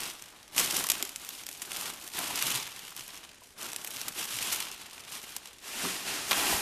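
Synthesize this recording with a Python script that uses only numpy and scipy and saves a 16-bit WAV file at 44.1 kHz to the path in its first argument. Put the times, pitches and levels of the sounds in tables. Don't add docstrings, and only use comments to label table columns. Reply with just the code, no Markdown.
import sys
import numpy as np
from scipy import signal
from scipy.fft import rfft, irfft
from scipy.io import wavfile

SR = 44100
rng = np.random.default_rng(int(sys.argv[2]) if len(sys.argv) > 2 else 0)


def master_out(mix):
    frames = np.transpose(np.atleast_2d(mix))
    ceiling = np.clip(frames, -1, 1)
    pcm = np.round(ceiling * 32767).astype(np.int16)
    wavfile.write(sys.argv[1], SR, pcm)


N = 291721

# frequency_hz, relative_density_db
CREASE_COLOUR = [(200, -16), (700, -1), (1500, -2), (2800, 2.5), (4400, -3), (5600, 1), (10000, -1),
                 (14000, -1)]


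def rustle(rustle_db, flex_db, crispness):
    # frequency_hz, relative_density_db
    rub_colour = [(500, -16), (1000, -2.5), (1800, -5), (2900, 2), (4500, -2.5), (6000, -4), (10000, -5),
                  (14000, -8.5)]
    # frequency_hz, relative_density_db
    flex_colour = [(30, -13.5), (80, -9.5), (130, -4.5), (200, -3.5), (270, -0.5), (390, -1.5), (520, -6),
                   (760, -1.5), (1000, -2.5), (1500, -3), (2500, -10), (5000, -55.5)]
    crinkles_per_s = 650 * from_db(0.7 * (rustle_db + 39.0))
    crinkle = grains(crinkles_per_s, spread_db=4.0, t60_s=0.048)
    rub = rng.standard_normal(N) * from_db(1.8 * drift(150))
    surface = coloured(rms_one(crinkle + from_db(1.5) * rub), rub_colour)
    surface = crisped(surface, crispness)
    flex_noise = rng.standard_normal(N) * from_db(2.5 * drift(110))
    flex = coloured(rms_one(flex_noise), flex_colour)
    return from_db(rustle_db - 1.16) * surface + from_db(flex_db - 1.7) * flex


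def settling(t):
    release_db = -145.5 * t
    settle_db = -10 - 35 * t
    return np.maximum(from_db(release_db), from_db(settle_db))


def ticks(rustle_db, count=600):
    ticks_per_s, median_hz, pitch_scatter_octaves = 60, 3473, 0.52
    base_db, size_scatter_db = -43, 3
    follow = 0.83
    out = np.zeros(N)
    level_db = base_db + follow * (rustle_db - np.median(rustle_db))
    chances = rng.random((count, 2))
    scatter = np.clip(rng.standard_normal((count, 2)), -2, 2)
    for (when, chance), (size, pitch) in zip(chances, scatter):
        hz = median_hz * 2 ** (pitch_scatter_octaves * pitch)
        tick = burst(hz, t60_s=0.017, rise_s=0.00049, breadth=0.28)
        if chance < ticks_per_s * N / SR / count:
            tick_db = level_db[int(when * N)] + size_scatter_db * size
            add(out, when * N / SR, from_db(tick_db) * tick)
    return coloured(out, CREASE_COLOUR)


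def snaps():
    # start_s, relative_level_db, ring_t60_s
    snap_times = [(0.2229, -32, 0.0074), (0.5636, -26, .019), (0.5802, -12.5, 0.0062),
                  (0.5885, -15.5, 0.0071), (0.5949, -19.5, 0.075), (0.6452, -25, 0.027),
                  (0.7077, -25, 0.019), (0.7661, -19, .022), (0.7893, -25, .022), (0.8397, -24, 0.022),
                  (0.868, -21.5, 0.0085), (0.888, -22.5, 0.015), (0.9, -14, 0.031), (0.9172, -17.5, 0.015),
                  (1.0256, -18.5, 0.0155), (1.051, -30, 0.02), (1.0922, -32.5, 0.021), (1.1605, -23, 0.004),
                  (1.248, -32, 0.0094), (1.2898, -27, 0.0116), (1.466, -28.5, 0.014), (1.4887, -31, 0.0224),
                  (1.5133, -35, .015), (1.6185, -30, 0.052), (1.7174, -28, .014), (1.769, -26, 0.0097),
                  (1.9361, -38, 0.037), (2.067, -41, .01), (2.0763, -33, 0.016), (2.087, -37.5, 0.0094),
                  (2.1892, -22.5, 0.012), (2.277, -32, 0.029), (2.357, -26, 0.022), (2.4245, -15.5, 0.0059),
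                  (2.467, -23.5, .025), (2.504, -22.5, 0.013), (2.792, -36.5, .025), (2.9648, -31, .01),
                  (3.079, -34.5, .012), (3.6284, -32, .031), (3.7319, -28, 0.0106), (3.762, -24, 0.012),
                  (3.8462, -28.5, 0.018), (3.8736, -30, 0.022), (3.9057, -29.5, 0.0078),
                  (4.0142, -27, .015), (4.082, -26, .036), (4.524, -26.5, 0.14), (4.6021, -27, 0.012),
                  (4.6522, -36, 0.015), (4.816, -38.5, 0.02), (5.116, -36, .016), (5.3643, -26, 0.0223)]
    median_hz, scatter_octaves = 6600, 0.093
    creak_lead_s, creak_db = 0.004, -19.5
    out = np.zeros(N)
    for start_s, level_db, t60_s in snap_times:
        hz = median_hz * 2 ** (scatter_octaves * rng.standard_normal())
        crack = burst(hz, t60_s, rise_s=0.000109, breadth=0.69)
        flutter = burst(hz, t60_s=0.049, rise_s=0.0014, breadth=0.58)
        creak = burst(hz, t60_s=0.0336, rise_s=0.00464, breadth=0.54)
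        add(out, start_s - creak_lead_s, from_db(level_db + creak_db) * creak)
        add(out, start_s, from_db(level_db + 1) * (crack + from_db(-29) * flutter))
    return coloured(out, CREASE_COLOUR)


def billows():
    # centre_s, level_db at the swell's peak, nominal_pitch_hz (sounds 3 % higher)
    puffs = [(2.46, -50.5, 127.8), (2.56, -45, 123), (3.01, -57, 124.2), (4.36, -51, 115),
             (4.43, -55, 124.4)]
    t = np.arange(N) / SR
    out = np.zeros(N)
    for centre_s, level_db, hz in puffs:
        swell = np.exp(-((t - centre_s) / 0.02) ** 2)
        puff = butter(rng.standard_normal(N), [1.026 * hz, 1.032 * hz], "band") * swell
        out += from_db(level_db) * rms_one(puff) * np.sqrt(np.mean(swell ** 2))
    return out


def bumps():
    # start_s, relative_level_db, contact_pitch_hz, crunch_t60_s
    contacts = [(0.583, -43, 1500, .034), (0.778, -35, 293, 0.023), (0.842, -35, 1412, .019),
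                (1.025, -35.5, 360, 0.04), (1.821, -40, 1020, 0.034), (2.151, -41.5, 1200, .036),
                (2.19, -43.5, 870, 0.22), (2.305, -41, 950, 0.032), (2.919, -49, 1540, .025),
                (3.418, -49.5, 770, 0.019), (5.833, -35.5, 199, 0.085), (5.841, -32, 370, 0.087),
                (5.848, -36.5, 1110, 0.071), (5.858, -34.5, 288, 0.085), (6.3104, -22.5, 3080, 0.043),
                (6.312, -34.5, 750, .073), (6.314, -48, 370, .08), (6.316, -20.5, 2514, 0.037),
                (6.329, -23, 2850, 0.022), (6.524, -35, 750, 0.073), (6.528, -35, 74, 0.11)]
    push = np.zeros(N)
    for start_s, level_db, hz, t60_s in contacts:
        crunch = burst(hz, t60_s, rise_s=0.00038, breadth=0.3)
        knock = butter(crunch, [0.62 * hz, 1.27 * hz], "band")
        crack = hz / 3500 * burst(hz, t60_s, rise_s=0.00017, breadth=0.71)
        add(push, start_s, from_db(level_db) * (from_db(2.0) * knock + crack))
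    return from_db(1.0) * push + from_db(-0.5) * box(push)


def slide():
    # start_s, rise_s, hold_s, relative_friction_db, drumming_db relative to friction,
    # crispness (5.1 dB of treble gain per unit)
    tugs = [(5.605, .08, 0.065, -41, -10, -2), (5.71, 0.136, 0.012, -33.5, -9.5, -2),
            (6.04, 0.037, 0.078, -35, -6.5, -3.5), (6.25, 0.0443, 0.024, -36, -10, 0),
            (6.31, .075, 0.014, -30.5, -5.5, -1), (6.41, 0.078, 0.042, -31.5, -4, -0.5)]
    # frequency_hz, relative_density_db
    scrape_colour = [(300, -16), (520, -9.5), (720, -2.5), (1000, -6.5), (1600, -2), (2200, -2.5),
                     (2750, 0.5), (3400, -2), (4200, -2), (7000, -1), (10000, -1), (14000, -2.5)]
    # frequency_hz, relative_density_db
    panel_colour = [(30, -14), (70, -5), (120, -6.5), (190, -2), (280, 3), (380, 2.5), (520, -5.5),
                    (1000, -21), (3000, -35)]

    friction_db, panel_db, crispness = strokes(tugs, lambda t: from_db(-42 * t))
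    catches = grains(np.full(N, 3000.), spread_db=2.5, t60_s=0.012)
    slips = rms_one(catches + from_db(4.5) * rng.standard_normal(N))
    scrape = crisped(coloured(slips, scrape_colour), crispness)
    edge = butter(rng.standard_normal(N), [2600, 2950], "band")
    chirp = rms_one(edge * from_db(4.5 * drift(54)))
    bearing = np.interp(np.arange(N) / SR, [6.29, 6.32], [0.25, 1])
    scrape = scrape + bearing * (from_db(-5) * box(scrape) + from_db(-20) * chirp)
    drumming = coloured(rng.standard_normal(N), panel_colour)
    return from_db(friction_db + 1.7) * scrape + from_db(panel_db - 5.9) * drumming


def box(push):
    # frequency_hz, relative_level_db, t60_s
    box_modes = [(70, -21.5, 0.13), (186, 8, 0.27), (278, -15, 0.1), (389.5, 2.5, 0.15), (678, 1, .08),
                 (804, 0, 0.025), (980, 2.5, 0.011), (1340, -5, 0.039), (1900, -4, 0.058),
                 (2400, -4.5, 0.029), (2740, -16, 0.043), (3213, -4, 0.0345)]
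    rings = 0
    for hz, level_db, t60_s in box_modes:
        radius = from_db(-60 / (t60_s * SR))
        angle = 2 * np.pi * hz / SR
        feed = [1 - radius ** 2, 0, radius ** 2 - 1]
        feedback = [1, -2 * radius * np.cos(angle), radius ** 2]
        rings = rings + from_db(level_db) * signal.lfilter(feed, feedback, push + 1e-18)
    return rings


def garage(x):
    t60_s = 0.87
    t = np.arange(SR // 2) / SR
    tail = rng.standard_normal(len(t)) * from_db(-60 * t / t60_s) * (t > 0.004)
    tail = butter(tail / np.sqrt(np.sum(tail ** 2)), 4500, "low", order=1)
    return signal.fftconvolve(x, tail)[:N]


def air():
    # frequency_hz, relative_density_db
    air_colour = [(15, -29), (25, 8), (122, 0.5), (208, 0.5), (649, -1), (991, -5.5), (1820, -4),
                  (3180, -8), (9920, -9), (14000, -53)]
    return from_db(-60) * coloured(rng.standard_normal(N), air_colour)


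def strokes(rows, dying):
    rise_curve = 0.92
    t = np.arange(0, N, 40) / SR
    surface, body, crisp = 1e-12, 1e-12, 0
    for start_s, rise_s, hold_s, level_db, body_db, crispness in rows:
        rising = np.clip((t - start_s) / max(rise_s, 0.005), 0, 1) ** rise_curve
        since_end_s = np.maximum(t - start_s - rise_s - hold_s, 0)
        power = (from_db(level_db) * rising * dying(since_end_s)) ** 2
        surface = surface + power
        body = body + power * from_db(body_db) ** 2
        crisp = crisp + power * crispness
    return in_time(np.transpose([t, 10 * np.log10(surface), 10 * np.log10(body), crisp / surface]))


def grains(per_s, spread_db, t60_s, count=7):
    born = rng.random(N) < per_s / SR
    size_db = spread_db * np.minimum(rng.exponential(1, N), 4)
    energy = born * from_db(size_db) ** 2 / per_s
    pitch = rng.uniform(0, count, N)
    edges_hz = np.geomspace(900, 15000, count + 1)
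    decay = from_db(-120 / (t60_s * SR))
    out = 0
    for k in range(count):
        share = np.exp(-((pitch - k - 0.5) / 2.6) ** 2)
        ringing = signal.lfilter([1], [1, -decay], energy * share + 1e-18)
        band = butter(rng.standard_normal(N), edges_hz[k:k + 2], "band")
        out = out + band * rms_one(np.sqrt(ringing))
    return rms_one(out)


def burst(hz, t60_s, rise_s, breadth):
    t = np.arange(SR // 12) / SR
    own, wide = rng.standard_normal((2, len(t)))
    shape = (1 - np.exp(-(t / rise_s) ** 2)) * from_db(-60 * t / max(t60_s, 0.002))
    modes = rms_one(butter(own, [0.52 * hz, 2.53 * hz], "band", order=1)) + breadth * wide
    return rms_one(modes * shape) * np.sqrt(np.mean(shape ** 2)) / shape.max()


def crisped(x, crispness):
    dull = butter(x, 5600, "low", order=1)
    bright = from_db(5.1 * crispness)
    return (dull + (x - dull) * bright) / np.sqrt(0.5 + 0.5 * bright ** 2)


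def coloured(x, spectrum):
    size = 4096
    hz, db = np.transpose(spectrum)
    bins_hz = np.arange(size // 2 + 1) * SR / size
    gain = rms_one(from_db(np.interp(np.log(bins_hz + 1), np.log(hz), db)))
    cepstrum = irfft(np.log(gain))
    cepstrum[1:size // 2] *= 2
    cepstrum[size // 2 + 1:] = 0
    return signal.fftconvolve(x, irfft(np.exp(rfft(cepstrum))))[:N]


def butter(x, hz, kind, order=2):
    sections = signal.butter(order, np.clip(hz, 10, 0.45 * SR), kind, fs=SR, output="sos")
    return signal.sosfilt(sections, x)


def drift(knots_per_s):
    knots = rng.standard_normal(4000)
    return rms_one(np.interp(np.arange(N) / SR * knots_per_s, np.arange(len(knots)), knots))


def in_time(rows):
    s, *columns = np.transpose(rows)
    return [np.interp(np.arange(N) / SR, s, column) for column in columns]


def add(out, s, sound):
    at = round(s * SR)
    out[at:at + len(sound)] += sound[:N - at]


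def rms_one(x):
    return x / np.sqrt(np.mean(x ** 2) + 1e-20)


def from_db(db):
    return 10 ** (np.asarray(db) / 20)


def scene():
    # start_s, rise_s, hold_s, relative_rustle_db,
    # flexing_db of whole sheets relative to the rustle, crispness (5.1 dB of treble gain per unit)
    shoves = [(-0.03, 0.022, 0.081, -37.5, -5.5, 0.5), (0.31, 0.038, 0.1, -58, -3, -1),
              (0.515, 0.037, 0.026, -42, -6, 1), (0.56, 0.013, 0.058, -28.5, -7.5, 1),
              (0.67, 0.044, 0.11, -33.5, -7.5, 4), (0.88, 0.0152, 0.11, -40.5, -8, 0.5),
              (1.19, 0.015, 0.21, -44.5, -11.5, 1), (1.48, 0.0166, 0.12, -47.5, -9.5, 11),
              (1.6, 0.23, 0.046, -36.5, -6, 1), (1.98, 0.045, .04, -47, -6, 4.5),
              (2.12, 0.039, 0.15, -35, -6.5, 0.5), (2.31, 0.099, 0.15, -31.5, -10, 0.35),
              (2.73, 0.0445, 0.098, -47.5, -9.5, -0.5), (2.95, 0.02, 0.033, -42.5, -10, 1),
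              (3.06, 0.023, 0.15, -50.5, -5, -0.5), (3.27, 0.023, .025, -58, -4.5, -8),
              (3.42, 0.016, 0.061, -60.5, -10, 4.5), (3.555, 0.069, 0.06, -42, -2.5, .5),
              (3.7, 0.06, 0.18, -46.5, -8.5, 2.5), (3.92, 0.022, 0.146, -42, -8, 0.5),
              (4.14, 0.041, 0.042, -34.5, -8, 1), (4.25, 0.055, 0.16, -36, -11, 1),
              (4.37, 0.0966, 0.145, -35.5, -9, 0), (4.66, 0.017, .012, -44, -9, -1.5),
              (4.79, 0.0078, 0.0095, -46.5, -2, -2), (4.92, 0.011, 0.17, -50, -6.5, -0.5),
              (5.105, 0.0195, 0.046, -41, -10.5, 0.5), (5.22, 0.012, 0.126, -47.5, -7.5, 0.5),
              (5.4, 0.036, .04, -49, -9, -1)]
    rustle_db, flex_db, crispness = strokes(shoves, settling)
    paper = rustle(rustle_db, flex_db, crispness) + ticks(rustle_db) + snaps() + billows()
    near = paper + bumps() + slide()
    mono = near + from_db(-10) * garage(near) + air()
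    return np.array([mono, mono])


def record(dry):
    steep_cut = signal.ellip(10, 0.2, 75, 14100, fs=SR, output="sos")
    return signal.sosfilt(steep_cut, dry)


dry = scene()
out = record(dry)
master_out(out)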